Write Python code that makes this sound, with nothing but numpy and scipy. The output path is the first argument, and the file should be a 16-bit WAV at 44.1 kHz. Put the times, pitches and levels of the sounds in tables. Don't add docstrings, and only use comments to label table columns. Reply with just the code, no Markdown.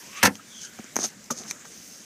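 import sys
import numpy as np
from scipy import signal
from scipy.fft import rfft, irfft, next_fast_len
from scipy.io import wavfile

SR = 44100
rng = np.random.default_rng(int(sys.argv[2]) if len(sys.argv) > 2 else 0)


def attenuation_scalar(level_db):
    decades = np.asarray(level_db, float) / 20
    return 10 ** decades


def waveform_to_disk(signal):
    frames = np.transpose(np.atleast_2d(signal))
    scaled = np.clip(frames, -1, 1) * 32767
    samples = np.round(scaled).astype(np.int16)
    wavfile.write(sys.argv[1], SR, samples)


N = 90404


def rms_one(x):
    return x / np.sqrt(np.mean(x ** 2) + 1e-20)


def in_time(rows, outside=-90):
    s, *columns = np.transpose(rows)
    return [np.interp(np.arange(N) / SR, s, column, outside, outside) for column in columns]


def drift(rate_hz):
    r = np.exp(-2 * np.pi * rate_hz * 40 / SR)
    noise = rng.standard_normal(N // 40 + 2002)
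    slow = signal.lfilter([1], [1, -2 * r, r * r], noise)[2000:]
    return np.interp(np.arange(N) / 40, np.arange(len(slow)), rms_one(slow))


def ring(strikes, modes):
    out = 0
    for hz, db, t60 in modes:
        r, w = attenuation_scalar(-60 / (t60 * SR)), 2 * np.pi * hz / SR
        out = out + signal.lfilter([0, attenuation_scalar(db) * np.sin(w)], [1, -2 * r * np.cos(w), r * r], strikes + 1e-18)
    return out


def peaks(x, bands):
    out = 0
    for k, (hz, width_hz, db) in enumerate(bands):
        r = np.exp(-np.pi * width_hz / SR)
        poles = [1, -2 * r * np.cos(2 * np.pi * hz / SR), r * r]
        resonance = signal.lfilter([(1 - r * r) / 2, 0, (r * r - 1) / 2], poles, x)
        out = out + (-1) ** k * attenuation_scalar(db) * resonance
    return out


def cut(x, hz, kind, order=2):
    return signal.sosfilt(signal.butter(order, hz, kind, fs=SR, output="sos"), x + 1e-18)


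def grains(per_s, spread_db):
    sizes = attenuation_scalar(spread_db * np.minimum(rng.exponential(1, N), 4)) * rng.choice([-1, 1], N)
    return rms_one(sizes * (rng.random(N) < per_s / SR))


def decays(s, db, decay_s):
    age = np.arange(N) / SR - np.array(s)[:, None]
    fall = np.exp(-np.maximum(age, 0) / np.array(decay_s)[:, None])
    return (attenuation_scalar(np.array(db))[:, None] * fall * (age >= 0)).sum(axis=0)


def clicks(s, db):
    out = np.zeros(N)
    out[(np.array(s) * SR).astype(int)] = attenuation_scalar(np.array(db))
    return out


def gliding_noise(hz, width_hz):
    a, b = cut(rng.standard_normal((2, N)), width_hz, "low")
    phase = 2 * np.pi * np.cumsum(hz) / SR
    return rms_one(a * np.sin(phase) + b * np.cos(phase))


# frequency in Hz, relative noise density in dB per Hz.
CABIN_COLOUR = [(25, -25), (60, -13.5), (110, -8.5), (210, 2), (320, -6.5), (500, -8), (900, -14.5),
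                (1600, -9), (2200, -9.5), (3000, -13.5), (4300, -15.5), (6200, -6), (8000, -13),
                (11000, -21), (14400, -21), (16000, -36)]
# time in seconds, relative level in dB.
CABIN_LEVEL = [(0.0, -43), (0.21, -45), (0.34, -46.5), (0.98, -44), (1.15, -45), (1.33, -45), (1.48, -42),
               (2.05, -47)]
# time in seconds, gain in dB.
TOP_HISS = [(0, 3), (.3, 4.5), (.45, -0.5), (.9, 0.5), (1.05, -6), (1.065, 11), (1.085, 5), (1.095, -4),
            (1.6, -4), (1.85, 3.5), (2.05, 3)]


def cabin():
    mid_share = 0.37
    edges = 30 * 2 ** np.arange(0, 9.3, 1 / 3)
    white = rng.standard_normal((2, N))
    hz, db = np.transpose(CABIN_COLOUR)
    top_db, = in_time(TOP_HISS, outside=0)
    out = 0
    for k, (low, high) in enumerate(zip(edges, edges[1:])):
        flicker_db = 2.2 * drift(10)
        colour_db = np.interp(np.log(low * high) / 2, np.log(hz), db)
        share = 1 if low > 7500 else mid_share * (2400 < low < 5200)
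        level_db = colour_db + flicker_db + top_db * share
        out = out + attenuation_scalar(level_db) * cut(white[k % 2], [low, high], "band")
    return attenuation_scalar(in_time(CABIN_LEVEL, outside=-50)[0] - 3.5) * rms_one(out)


# time in seconds, level in dB.
SLIDES = [
    [(0.0, -51), (0.028, -52.5), (0.102, -53.5), (0.12, -48), (0.142, -57), (0.172, -41.5), (0.215, -53)],
    [(0.3, -73), (0.336, -67), (0.356, -41.5), (0.396, -64.5), (0.654, -37.5), (0.704, -64), (0.95, -62)],
    [(0.958, -33), (0.973, -39.5), (1.055, -23), (1.069, -39), (1.115, -52.5)],
    [(1.335, -61), (1.347, -52), (1.365, -41.5), (1.381, -36), (1.455, -51.5), (1.484, -38), (1.52, -36.5)],
    [(1.52, -49), (1.636, -76), (1.652, -49.5), (1.69, -51), (1.698, -60), (1.712, -49), (2.05, -49)],
]
# time in seconds, level in dB.
FIRM_SLIDES = [
    [(1.0, -36), (1.012, -42), (1.026, -36.5), (1.05, -30), (1.09, -65)],
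    [(1.34, -55), (1.35, -51.5), (1.418, -44), (1.442, -55), (1.452, -42.5), (1.5, -59)],
]
# frequency in Hz, level in dB, t60 in seconds.
HOUSING = [(226, -5.5, 0.15), (386, 2, 0.012), (720, 2.5, 0.01), (1260, 7.5, 0.004), (1790, -5, 0.0038)]
# frequency in Hz, width in Hz, level in dB.
PORT = [(5700, 1890, -7), (6360, 505, 6.5)]


def rub():
    flutter = attenuation_scalar(2.5 * drift(250))
    slips = grains(4000, spread_db=0.5) * flutter
    skin = rms_one(peaks(slips, PORT)) + attenuation_scalar(-1.5) * cut(slips, [3600, 9500], "band")
    shake = rms_one(ring(grains(2300, spread_db=2.0), HOUSING))
    slide_level = sum(attenuation_scalar(in_time(curve)[0]) for curve in SLIDES)
    firm_level = sum(attenuation_scalar(in_time(curve)[0]) for curve in FIRM_SLIDES)
    return slide_level * skin + firm_level * shake


# time in seconds, level in dB.
SWING_LEVEL = [(.02, -56), (.06, -53), (.1, -52), (.15, -45), (.195, -40.5), (.2285, -37.5)]
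# frequency in Hz, width in Hz, level in dB.
SWING_BANDS = [(1670, 370, -16), (2330, 1130, 14)]


def swing():
    gap_hz, gap_rise_hz_per_s, gap_width_hz = 880, 1700, 70
    whistle = gliding_noise(gap_hz + gap_rise_hz_per_s * np.arange(N) / SR, gap_width_hz)
    flutter = attenuation_scalar(1.5 * drift(40))
    air = rms_one(cut(peaks(rng.standard_normal(N), SWING_BANDS), 4500, "low"))
    return attenuation_scalar(in_time(SWING_LEVEL)[0]) * flutter * (air + attenuation_scalar(-5) * whistle)


# start in seconds, relative strength in dB, brightness in dB over
# that strength, time constant of the rattle in seconds.
SEATS = [(0.2288, -21, 5.5, 0.0033), (0.2324, -11.5, 1.5, 0.0067), (0.2351, -19, -4.5, 0.0097),
         (0.248, -28, 5, 0.013), (0.252, -20, 5.5, 0.0069), (0.2556, -16.5, 0.5, 0.0051),
         (0.267, -22, 0.5, 0.0043), (0.272, -21.5, -14, 0.009), (0.291, -56, -30, 0.0068),
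         (0.315, -60, -22, 0.0066)]
# start in seconds, strength in dB.
LATCH_BLOWS = [(0.2303, -9.5), (0.2332, -17.5), (0.237, -20), (0.2545, -20), (0.2652, -17)]
# frequency in Hz, level in dB, t60 in seconds.
LID_MODES = [(515, -10, 0.035), (593, -11, 0.03), (776, -12, .045), (854, -8.5, 0.055), (949, -10, 0.055),
             (1045, -9.5, 0.045), (1361, -7, 0.035), (1630, -4, 0.025), (1765, 0, 0.016), (1960, -3, 0.02),
             (2200, -2, 0.014), (2620, -7, 0.018), (3090, -6, 0.004), (4440, -18, 0.029)]
# start in seconds, strength in dB.
THUDS = [(0.235, -19), (0.2438, -13.5), (0.254, -15.5), (0.28, -17), (0.309, -28.5), (.35, -45.5)]
# frequency in Hz, level in dB, t60 in seconds.
DASH_MODES = [(104, -7, 0.11), (206.8, -2, 0.081), (269, -5.5, 0.055)]


def lid():
    rattle_per_s = 4600
    s, db, bright_db, decay_s = np.transpose(SEATS)
    force = 0.097 * decays(s, db, decay_s)
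    rattle = sum(ring(force * grains(rattle_per_s, spread_db=4.0), [mode]) for mode in LID_MODES)
    thuds = ring(clicks(*np.transpose(THUDS)), DASH_MODES)
    blows = ring(cut(clicks(*np.transpose(LATCH_BLOWS)), 1060, "high"), LID_MODES)
    bright = decays(s, db + bright_db, decay_s) * grains(rattle_per_s, spread_db=3.0)
    crack = attenuation_scalar(-0.5) * cut(bright, [1000, 11100], "band", order=1)
    ping = attenuation_scalar(5) * peaks(bright, PORT)
    return rattle + thuds + blows + crack + ping


def echoes(x):
    t60_s, dull_hz = 0.18, 1630
    grid = next_fast_len(N + SR)
    w = 2 * np.pi * np.arange(grid // 2 + 1) / grid
    dull = 1 / (1 + 1j * w * SR / (2 * np.pi * dull_hz))
    combs = 0
    for k, lag in enumerate(np.geomspace(.004, .013, 8) * SR):
        feedback = attenuation_scalar(-60 * lag / SR / t60_s) * dull * np.exp(-1j * w * lag)
        combs = combs + (-1) ** k * (1 / (1 - feedback) - 1)
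    return irfft(rfft(x, grid) * combs, grid)[:N]


# start in seconds, tick in dB, clack in dB, clack pitch in Hz,
# clack t60 in seconds, thump in dB.
TAPS = [(.3545, -29.5, -30, 3200, 0.0094, -70), (0.7892, -33, -35.5, 770, 0.023, -52),
        (0.7947, -29.5, -70, 800, 0.012, -26), (.843, -28, -43, 1500, 0.0048, -37),
        (.958, -11.5, -23.5, 1770, 0.0016, -33), (0.9656, -3.5, -8.5, 1000, 0.0026, -23.5),
        (0.9892, -14, -17, 760, 0.0032, -22.5), (1.242, -28.5, -57, 2000, .006, -60),
        (1.405, -44, -72, 1500, 0.0065, -32.5), (1.4363, -46, -29.5, 3970, 0.0028, -60),
        (1.5108, -10, -20, 2390, 0.0098, -52)]
# multiple of the clack pitch, level in dB.
CLACK = [(1.0, -1.5), (1.7, 1.5), (2.3, -22)]
# frequency in Hz, level in dB, t60 in seconds.
THUMP = [(117, -9, 0.04), (227, 0, 0.036), (330, -7, 0.025), (560, -17, 0.022)]


def taps():
    s, tick_db, clack_db, clack_hz, clack_t60, thump_db = np.transpose(TAPS)
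    tick_noise = decays(s, tick_db, s * 0 + 0.0007) * rng.standard_normal(N)
    tick = clicks(s, tick_db) + 0.25 * tick_noise
    port = 5.0 * peaks(tick, PORT)
    snap = attenuation_scalar(-6) * cut(tick, [9000, 15500], "band")
    clack = 0
    for start, db, hz, t60 in zip(s, clack_db, clack_hz, clack_t60):
        blow = cut(clicks([start], [db]), max(2550, 1.64 * hz), "low")
        clack = clack + ring(blow, [(k * hz, rel_db, t60 / k) for k, rel_db in CLACK])
    loose = decays(s, clack_db - 13, s * 0 + 0.01) * grains(5500, spread_db=-1.0)
    chatter = cut(loose, [300, 2400], "band", order=4) + 0.17 * cut(loose, [7000, 15000], "band")
    thump = ring(cut(clicks(s, thump_db), 640, "low"), THUMP)
    return port + snap + clack + chatter - thump


# start in seconds, length in seconds, level in dB, centre in Hz, width in Hz.
PATS = [(0.381, 0.029, -50.5, 1320, 150), (0.781, 0.034, -43, 85, 61), (1.643, 0.019, -47.5, 784, 200),
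        (1.644, 0.017, -44.5, 1450, 505)]


def pats():
    t, out = np.arange(N) / SR, 0
    for s, length, db, hz, width_hz in PATS:
        swell = np.sin(np.pi * np.clip((t - s) / length, 0, 1) ** 1.3) ** 2
        texture = rms_one(peaks(grains(5600, spread_db=-4.5), [(hz, width_hz, 0)]))
        out = out + attenuation_scalar(db) * swell * texture
    return out


# time in seconds, upper band in dB, lower band in dB.
SWISH = [(.44, -72, -72), (.49, -62, -67), (.53, -49, -59), (.58, -49, -76), (.65, -53.5, -49),
         (.68, -53, -57), (.73, -85.5, -58), (.77, -64, -67), (.85, -66, -54), (.92, -82, -73)]


def sleeve():
    age = np.clip(np.arange(N) / SR - 0.49, 0, 0.15)
    upper_db, lower_db = in_time(SWISH)
    upper = attenuation_scalar(upper_db) * gliding_noise(3500 - 2700 * age, width_hz=170)
    lower = attenuation_scalar(lower_db) * gliding_noise(1626 - 640 * age, width_hz=90)
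    return upper + lower


# start in seconds, relative strength in dB,
# time constant of the rattle in seconds, top of the blow's two octaves in Hz.
KNOCKS = [(1.3025, -43, 0.001, 2970), (1.305, -31.5, 0.0013, 3100), (1.3071, -30, 0.0026, 3050),
          (1.3079, -40, 0.012, 2380), (1.3109, -37, 0.011, 940), (1.3144, -40.5, 0.0089, 590)]
# frequency in Hz, level in dB, t60 in seconds.
HOLLOW = [(222, 3, .05), (390, -6, .025), (548, 1, .04), (866, -6, .018), (1185, 0, .015)]


def knock():
    s, db, decay_s, top_hz = np.transpose(KNOCKS)
    rattle = decays(s, db, decay_s) * grains(5500, spread_db=1.0)
    blows = sum(cut(clicks([start], [d + 9]), [hz / 4, hz], "band") for start, d, hz in zip(s, db, top_hz))
    body = ring(blows + attenuation_scalar(-20.5) * rattle, HOLLOW)
    port = attenuation_scalar(16) * peaks(rattle, PORT)
    crunch = attenuation_scalar(0.5) * cut(rattle, [2500, 12000], "band", order=1)
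    return body + port + crunch


def scene():
    box = lid()
    hand = cut(rub() + taps() + knock(), 170, "high")
    near = swing() + box + attenuation_scalar(-18) * echoes(box) + hand + pats() + sleeve()
    return (cut(near, 150, "high") + cabin())[None]


def low_pass(x):
    return signal.sosfilt(signal.butter(12, 16470, fs=SR, output="sos"), x)


def record(dry):
    overload, cutoff_hz = 0.8, 15900
    rounded = overload * np.tanh(dry / overload)
    top_cut = signal.cheby2(10, 40, cutoff_hz, fs=SR, output="sos")
    mix = signal.sosfilt(top_cut, rounded)
    return low_pass(mix)


dry = scene()
out = record(dry)
waveform_to_disk(out)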